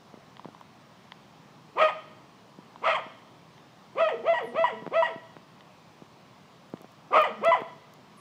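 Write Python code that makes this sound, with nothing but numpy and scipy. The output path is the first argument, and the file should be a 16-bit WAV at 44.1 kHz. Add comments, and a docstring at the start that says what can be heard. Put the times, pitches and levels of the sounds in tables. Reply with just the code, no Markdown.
"""A soft outdoor hush lies over a lawn between houses; the grip bumps and ticks on a faintly whining phone.
A small dog barks twice, roughly: its vocal folds drive throat, mouth and muzzle, and each note cracks
into a short yelp that the walls reflect. Four quick barks follow, mostly clean, with grumbles between
them and a thin high chirp. After a pause come a harsh bark, a grumble and a clean bark, amid more small
knocks of the grip. A second chirp ends the scene."""
import sys
import numpy as np
from scipy import signal
from scipy.fft import rfft, irfft, next_fast_len
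from scipy.io import wavfile
from scipy.ndimage import uniform_filter1d, map_coordinates

SR = 44100
rng = np.random.default_rng(int(sys.argv[2]) if len(sys.argv) > 2 else 0)


def digitize_waveform(pressure):
    """Quantize a signal to 16-bit integers and store it at the path in sys.argv[1].

    Rows of a 2-D input are taken as channels; values are limited to [-1, 1].
    """
    field = np.atleast_2d(pressure).T
    bounded = np.clip(field, -1, 1)
    quanta = np.round(bounded * 32767).astype(np.int16)
    wavfile.write(sys.argv[1], SR, quanta)


N = 361928


def dog_barks():
    """Register break: each bark scoops up to a held note, jumps about a fifth to a yelp and falls away."""
    # Each row: start in seconds, voice quality, note, yelp, fall.
    # Note: hold in seconds, pitch in Hz, sag in Hz/s, then throat, mouth and muzzle levels in dB.
    # Yelp: length in seconds, pitch in Hz, mouth level in dB, its decay in dB/s, muzzle level in dB.
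    # Fall: length in seconds, throat level in dB before its decay.
    barks = [ (1.753, "hoarse", (.055, 634, 411.5, -22, -22, -28), (.010, 1014, -27.5, 108, -29),
             (0.025, -46)), (2.814, "gruff", (.052, 668, 1348, -27, -25.5, -28),
             (.028, 1064, -26.5, 109, -31), (.04, -36.5)),
             (3.949, "husky", (.062, 660.5, 903.5, -21, -28, -33), (.008, 963.5, -28.5, 197.5, -30.5),
             (0.062, -22)), (4.231, "clean", (.030, 680, 543, -19, -32.5, -34),
             (.052, 984.5, -30.5, 9, -32.5), (.075, -28.5)),
             (4.527, "clean", (.038, 660, 45, -24, -32.5, -35), (.042, 983.5, -14, 447, -31.5),
             (0.073, -36)), (4.906, "clean", (.042, 662.5, 159, -22, -29.5, -33.5),
             (.042, 974.5, -16, 453, -30.5), (0.082, -37)),
             (7.102, "harsh", (.060, 636, 726, -20.5, -19, -29), (.014, 979, -25, 201, -27.5),
             (0.054, -29.5)), (7.409, "clean", (.031, 672.5, 255, -21, -25.5, -31),
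             (.030, 1011, -16.5, 204, -27.5), (0.09, -32))]
    out = np.zeros(N)
    for start, quality, note, yelp, fall in barks:
        add(out, start, bark(quality, note, yelp, fall))
    return out


def bark(quality, note, yelp, fall, rise_s=0.072):
    """Source and filter: vibrating folds and turbulent air excite the resonances of the vocal tract."""
    # Resonance curves. Each row: frequency in Hz, gain in dB.
    throat_curve = [(120, -42), (230, -13), (340, -16.5), (470, -5.5), (660, 1.5), (785, 5), (900, -42.5),
                    (1300, -80)]
    mouth_curve = [(550, -36), (790, 3.5), (980, 4), (1230, 14.5), (1340, -18.5), (1480, -49), (1900, -72)]
    muzzle_open = [(1100, -63), (1550, 2), (1800, -8), (2020, 6), (2320, 4.5), (2700, -2), (3380, -5),
                   (3720, -21), (4200, -16.5), (4700, -20.5), (5400, -28), (6000, -26.5), (6600, -30.5),
                   (8200, -30.5), (10500, -57.5), (15000, -72)]
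    muzzle_closing = [(1100, -42), (1550, -6), (1790, -11), (1970, 4.5), (2300, -6), (2650, -11),
                      (2950, -8), (3300, -4.5), (3750, -38), (4600, -25), (5600, -35.5), (8200, -30.5),
                      (10500, -76), (15000, -75)]
    jitter, shimmer, smear, subharmonic = 0.05, 0.5, 0.45, 0.25  # each scaled by roughness
    noisy_hz, crack_hz_per_s, knee_db = 6500, 45000, -21
    crack_s = rise_s + note[0]
    t = np.arange(int((crack_s + yelp[0] + fall[0]) * SR)) / SR
    pitch, rough, (throat_db, mouth_db, muzzle_db) = vocal_gesture(t, rise_s, quality, note, yelp, fall)
    phase = 2 * np.pi * np.cumsum(pitch * (1 + jitter * rough * wobble(328.2, len(t)))) / SR
    # alternating strong and weak cycles add lines halfway between the harmonics
    order = np.arange(2, 33)[:, None] / 2
    strength = np.where(order % 1, subharmonic * rough, 1)
    # the shape of each cycle varies, which smears the high harmonics into rasp
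    blur = smear * rough * order + np.minimum((order * pitch / noisy_hz) ** 2, 2)
    drift = blur * np.array([wobble(280.4, len(t)) for _ in order])
    partials = np.cos(order * phase + drift + rng.uniform(0, 2 * np.pi, order.shape))

    def resonate(curve, rasp, rolloff=0):
        """One resonance filters both the partials and the air puffed out once a cycle."""
        weight = strength * amp(along(curve, order * pitch)) / order ** rolloff
        tone = (weight * partials).sum(0) / np.sqrt(((weight ** 2).sum(0) + amp(knee_db) ** 2) / 2)
        tone *= 1 + shimmer * rough * wobble(259.3, len(t))
        puffs = rng.standard_normal(SR // 2)[:len(t)] * (1 + 1.1 * np.cos(phase))
        air_share = np.clip(rasp * rough, 0, 0.95)
        return np.sqrt(1 - air_share ** 2) * tone + air_share * unit(coloured(puffs, curve))

    # the muzzle rings lower and darker as the jaw closes around the crack
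    closing = ramp(t, crack_s - 0.0067, 0.024)
    muzzle = (1 - closing) * resonate(muzzle_open, rasp=1.15, rolloff=0.68)
    muzzle += closing * resonate(muzzle_closing, rasp=1.15, rolloff=0.68)
    throat = resonate(throat_curve, rasp=0.65, rolloff=3.5)
    mouth = resonate(mouth_curve, rasp=0.65)
    voice = amp(throat_db) * throat + amp(mouth_db) * mouth + amp(muzzle_db) * muzzle
    # the folds lose their swing for an instant where the pitch cracks
    glide_hz_per_s = np.gradient(pitch) * SR
    swing = uniform_filter1d(1 / (1 + (glide_hz_per_s / crack_hz_per_s) ** 4), size=90)
    return voice * swing * fade(t, 0.0061)


def vocal_gesture(t, rise_s, quality, note, yelp, fall):
    """Articulation: folds and jaw set pitch, roughness and the levels of throat, mouth and muzzle."""
    # Each entry: hoarseness from 0 to 1 at first and once cleared, time of clearing in seconds.
    qualities = {"clean": (.2, .02, .048), "husky": (.3, .08, .066), "hoarse": (.5, .15, .085),
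                 "gruff": (.58, .42, .1), "harsh": (.92, .17, .078)}
    # Each row, throat to muzzle: depth of the swell in dB, its exponent, decay in the hold in dB/s.
    swells = [(23.6, 1.29, 170.5), (15.4, 2.14, 95), (16.4, 1.27, 99.5)]
    # losses of throat, mouth and muzzle: behind the shut jaw, as the folds go slack, through the fall
    shut_db, slack_db, fall_db_per_s = (-2, 20, 25), (0.5, 0.5, 7.5), (124, 450, 248.5)
    scoop, yelp_sag_hz_per_s, rest_hz, yelp_throat_db = 0.6, 687, 411.6, -43
    hoarse, cleared, clears_s = qualities[quality]
    hold_s, note_hz, sag_hz_per_s, *note_db = note
    yelp_s, yelp_hz, yelp_mouth_db, yelp_db_per_s, yelp_muzzle_db = yelp
    _, fall_db = fall
    crack_s = rise_s + hold_s
    # seconds spent in each stage
    held = np.clip(t - rise_s, 0, hold_s)
    yelped = np.clip(t - crack_s, 0, yelp_s)
    falling = np.maximum(t - crack_s - yelp_s, 0)
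    # states of the voice, each from 0 to 1
    low = 1 - ramp(t, 0, rise_s)
    shut = 1 - ramp(t, 0, 0.033)
    cracked = ramp(t, crack_s, 0.00432)
    dropped = 1 - np.exp(-falling / 0.019)
    slack = ramp(falling, 0, 0.0043)

    pitch = note_hz * (1 - scoop * low ** 2.1) - sag_hz_per_s * held
    pitch = blend(pitch, yelp_hz - yelp_sag_hz_per_s * yelped, cracked)
    pitch = blend(pitch, rest_hz, dropped)

    yelp_db = (blend(yelp_throat_db, fall_db, dropped),
               yelp_mouth_db - yelp_db_per_s * yelped,
               yelp_muzzle_db)
    levels = []
    for k, (depth_db, exponent, db_per_s) in enumerate(swells):
        db = note_db[k] - depth_db * low ** exponent - shut_db[k] * shut - db_per_s * held
        levels.append(blend(db, yelp_db[k], cracked) - slack_db[k] * slack - fall_db_per_s[k] * falling)

    # roughness is raised at the onset, at the crack and in the fall
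    rough = blend(0.045 + 0.45 * low ** 2, 0.12 + 0.4 * np.exp(-yelped / 0.013), cracked)
    rough += (1 - shut) * blend(hoarse, cleared, ramp(t, clears_s, 0.0071))
    return pitch, np.clip(blend(rough, 0.42, slack), 0, 1), levels


def dog_grumbles(jitter=0.028):
    """Closed-mouth voicing: only an unsteady low fundamental and its octave come through."""
    # Each row: start and end in seconds, pitch in Hz, level in dB, relative level of the octave in dB.
    grumbles = [(4.16, 4.237, 238, -47, 9), (4.468, 4.54, 238.8, -44, 5), (4.722, 4.85, 221.3, -48.5, 5.5),
                (7.299, 7.417, 216.8, -43, -10)]
    out = np.zeros(N)
    for start, end, hz, db, octave_db in grumbles:
        t = np.arange(int((end - start) * SR)) / SR
        phase = 2 * np.pi * np.cumsum(hz * (1 + jitter * wobble(99, len(t)))) / SR
        tone = np.sin(phase) + amp(octave_db) * np.sin(2 * phase)
        add(out, start, amp(db) * tone * fade(t, 0.0094))
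    return out


def yard_echoes(x, tail_db, build_s=0.0029):
    """Reflection and scattering: walls return distinct echoes, houses and trees a diffuse tail."""
    # Each row: echo delay in seconds, level in dB.
    walls = [(.011, -12), (.024, -10.5), (.041, -31), (.072, -24.5), (.137, -29.5)]
    # Each row: frequency in Hz, time to decay by 60 dB in seconds.
    decay_times = [(200, 1), (700, 0.6), (1400, 0.61), (2000, 0.74), (2600, 0.56), (3300, 0.91),
                   (10000, 0.14)]
    hz, t, spectrum = signal.stft(rng.standard_normal(SR), SR, nperseg=256)
    envelope = amp(-60 * t / along(decay_times, hz)[:, None]) * (1 - np.exp(-t / build_s))
    tail = signal.istft(spectrum * envelope, SR, nperseg=256)[1]
    response = amp(tail_db) * tail / np.linalg.norm(tail)
    for delay, db in walls:
        add(response, delay, amp(db) * np.array([0.25, 0.5, 0.25]))  # slightly dulled
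    return signal.fftconvolve(x, response)[:N]


def grip(low_cut_hz=165):
    """Impulse responses: bumps ring the microphone's bass cut, ticks ring the case, clicks just snap."""
    # Each row: start in seconds, peak in dB, contact time in milliseconds.
    bumps = [(0.141, -34.5, 0.45), (0.175, -39, 0.5), (0.4558, -29.5, 0.38), (.4868, -35.5, 0.39),
             (2.5877, -36, 0.79), (3.065, -36, 0.59), (4.549, -26, 0.33), (4.595, -29, 0.28),
             (4.823, -32, 0.61), (4.8652, -23, 0.22), (4.8767, -24.5, 0.32), (5.16, -31.5, 0.57),
             (5.3671, -30.5, 0.2), (6.021, -35, .5), (6.7381, -24, 0.52), (6.81, -39.5, 0.32),
             (6.845, -36.5, 0.31), (7.485, -30.5, 0.62), (7.619, -24.5, 0.25)]
    # Each row: start in seconds, level in dB, gain of the upper modes in dB.
    ticks = [(0.369, -37, 10.5), (.3953, -27, -4), (0.446, -28.5, -5), (0.548, -31.5, -3), (.6118, -30, -3),
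             (1.1205, -29.5, 11), (2.759, -28.5, -5.5), (3.58, -46, 13.5), (5.608, -43, 13),
             (6.773, -42.5, 9.5)]
    # Each row: frequency in Hz, level in dB, time to decay by 60 dB in seconds.
    case_modes = [(985, 0, 0.0098), (2010, -3, 0.004), (3120, 4.5, 0.0021)]
    # Each row: start in seconds, peak in dB.
    clicks = [(0.609, -48), (6.701, -48), (6.8176, -37.5), (6.92, -42), (7.2178, -30), (7.4492, -25),
              (7.607, -43), (7.9381, -38.5)]
    # Each row: frequency in Hz, gain in dB.
    click_spectrum = [(2000, -33.5), (5000, 7), (8000, 4), (12000, 9.5), (15500, 7)]
    out, t = np.zeros(N), np.arange(SR // 25) / SR
    bass_cut = signal.butter(4, low_cut_hz, "high", fs=SR, output="sos")
    for start, db, contact_ms in bumps:
        progress = t * 1000 / contact_ms
        push = signal.sosfilt(bass_cut, progress ** 2 * np.exp(-1.54 * progress))
        add(out, start, amp(db) * push / np.abs(push).max())
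    for start, db, bright_db in ticks:
        ring = np.zeros(len(t))
        for k, (hz, mode_db, t60) in enumerate(case_modes):
            envelope = amp(mode_db + bright_db * (k > 0) - 60 * t / t60)
            ring += envelope * np.sin(2 * np.pi * hz * rng.normal(1, 0.014) * t)
        add(out, start, amp(db + 3.5) * ring * (1 - np.exp(-t / 0.00086)))
    for start, db in clicks:
        snap = coloured(rng.standard_normal(len(t)) * amp(-60 * t / 0.0016), click_spectrum)
        add(out, start, amp(db) * snap / np.abs(snap).max())
    return out


def bird_chirps(waver=0.065):
    """Frequency modulation: very high tones waver as they sweep down, as of a small bird."""
    # Each row: start in seconds, first and last frequency in Hz, length in seconds, level in dB.
    sweeps = [(4.423, 12300, 8250, 0.071, -70.5), (8.166, 12500, 7000, 0.023, -65)]
    out = np.zeros(N)
    for start, first_hz, last_hz, length, db in sweeps:
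        t = np.arange(int(length * SR)) / SR
        hz = np.linspace(first_hz, last_hz, len(t)) * (1 + waver * wobble(1500, len(t)))
        add(out, start, amp(db) * np.sin(2 * np.pi * np.cumsum(hz) / SR) * fade(t, 0.0087))
    return out


def hush(level_db=-54, patchy_db=1.2):
    """Incoherent sources: leaves and far traffic sum to a soft noise with slowly shifting patches."""
    # Each row: frequency in Hz, relative level in dB.
    hush_spectrum = [(25, -37.5), (50, -28.5), (80, -20), (125, -5), (170, -3), (260, -9), (500, -13.5),
                     (700, -12), (1100, -11.5), (1500, -20.5), (3200, -23.5), (5500, -29), (10000, -43.5),
                     (15500, -49.5)]
    spectrum = signal.stft(rng.standard_normal(N), nperseg=1024)[2]
    patches = uniform_filter1d(rng.standard_normal(spectrum.shape), size=6, axis=0)
    patches = uniform_filter1d(patches, size=10, axis=1)
    noise = signal.istft(spectrum * amp(patchy_db * unit(patches)), nperseg=1024)[1][:N]
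    return unit(coloured(noise, hush_spectrum)) * amp(level_db)


def amp(db):
    """Decibels to amplitude gain."""
    return 10 ** (np.asarray(db) / 20)


def unit(x):
    """Normalisation to rms 1."""
    return x / np.sqrt(np.mean(x ** 2) + 1e-20)


def along(points, hz):
    """Interpolation of (Hz, value) points on a logarithmic frequency axis."""
    knots_hz, values = np.transpose(points)
    return np.interp(np.log(np.abs(hz) + 1), np.log(knots_hz + 1), values)


def wobble(rate, size):
    """Smooth random modulation, with rate knots a second."""
    return map_coordinates(rng.standard_normal(size=256), [np.arange(size) * rate / SR], mode="mirror")


def coloured(x, points):
    """Zero-phase filtering by a curve of (Hz, dB) points."""
    size = next_fast_len(len(x) + 4096)
    gain = amp(along(points, np.fft.rfftfreq(size, 1 / SR)))
    return irfft(rfft(x, size) * gain, size)[:len(x)]


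def add(track, start_s, sound):
    """Superposition of a sound on the track."""
    part = track[max(round(start_s * SR), 0):][:len(sound)]
    part += sound[:len(part)]


def fade(t, edge_s):
    """Linear taper at both ends."""
    return np.clip(np.minimum(t - t[0], t[-1] - t) / edge_s, 0, 1)


def ramp(t, start_s, length_s):
    """Linear rise from 0 to 1."""
    return np.clip((t - start_s) / length_s, 0, 1)


def blend(a, b, share):
    """Linear interpolation from a to b."""
    return a + (b - a) * share


def scene():
    """Superposition: dog and chirps with their reflections, the hush, and the hand on the phone."""
    dog = dog_barks() + dog_grumbles()
    chirps = bird_chirps()
    echoes = yard_echoes(dog, tail_db=-15) + yard_echoes(chirps, tail_db=9.5)
    return (dog + chirps + echoes + hush() + grip())[None]


def record(dry):
    """Band limiting: the phone adds its faint electronic whine and keeps nothing above top_hz."""
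    # Each row: frequency in Hz, rms level in dB.
    whine_tones = [(10761, -95), (14998, -86)]
    top_hz = 15700
    t = np.arange(N) / SR
    whine = sum(amp(db) * np.sqrt(2) * np.sin(2 * np.pi * hz * t) for hz, db in whine_tones)
    size = next_fast_len(N + SR // 2)
    passband = np.fft.rfftfreq(size, 1 / SR) < top_hz
    return irfft(rfft(dry + whine, size) * passband, size)[..., :N]


dry = scene()
out = record(dry)
digitize_waveform(out)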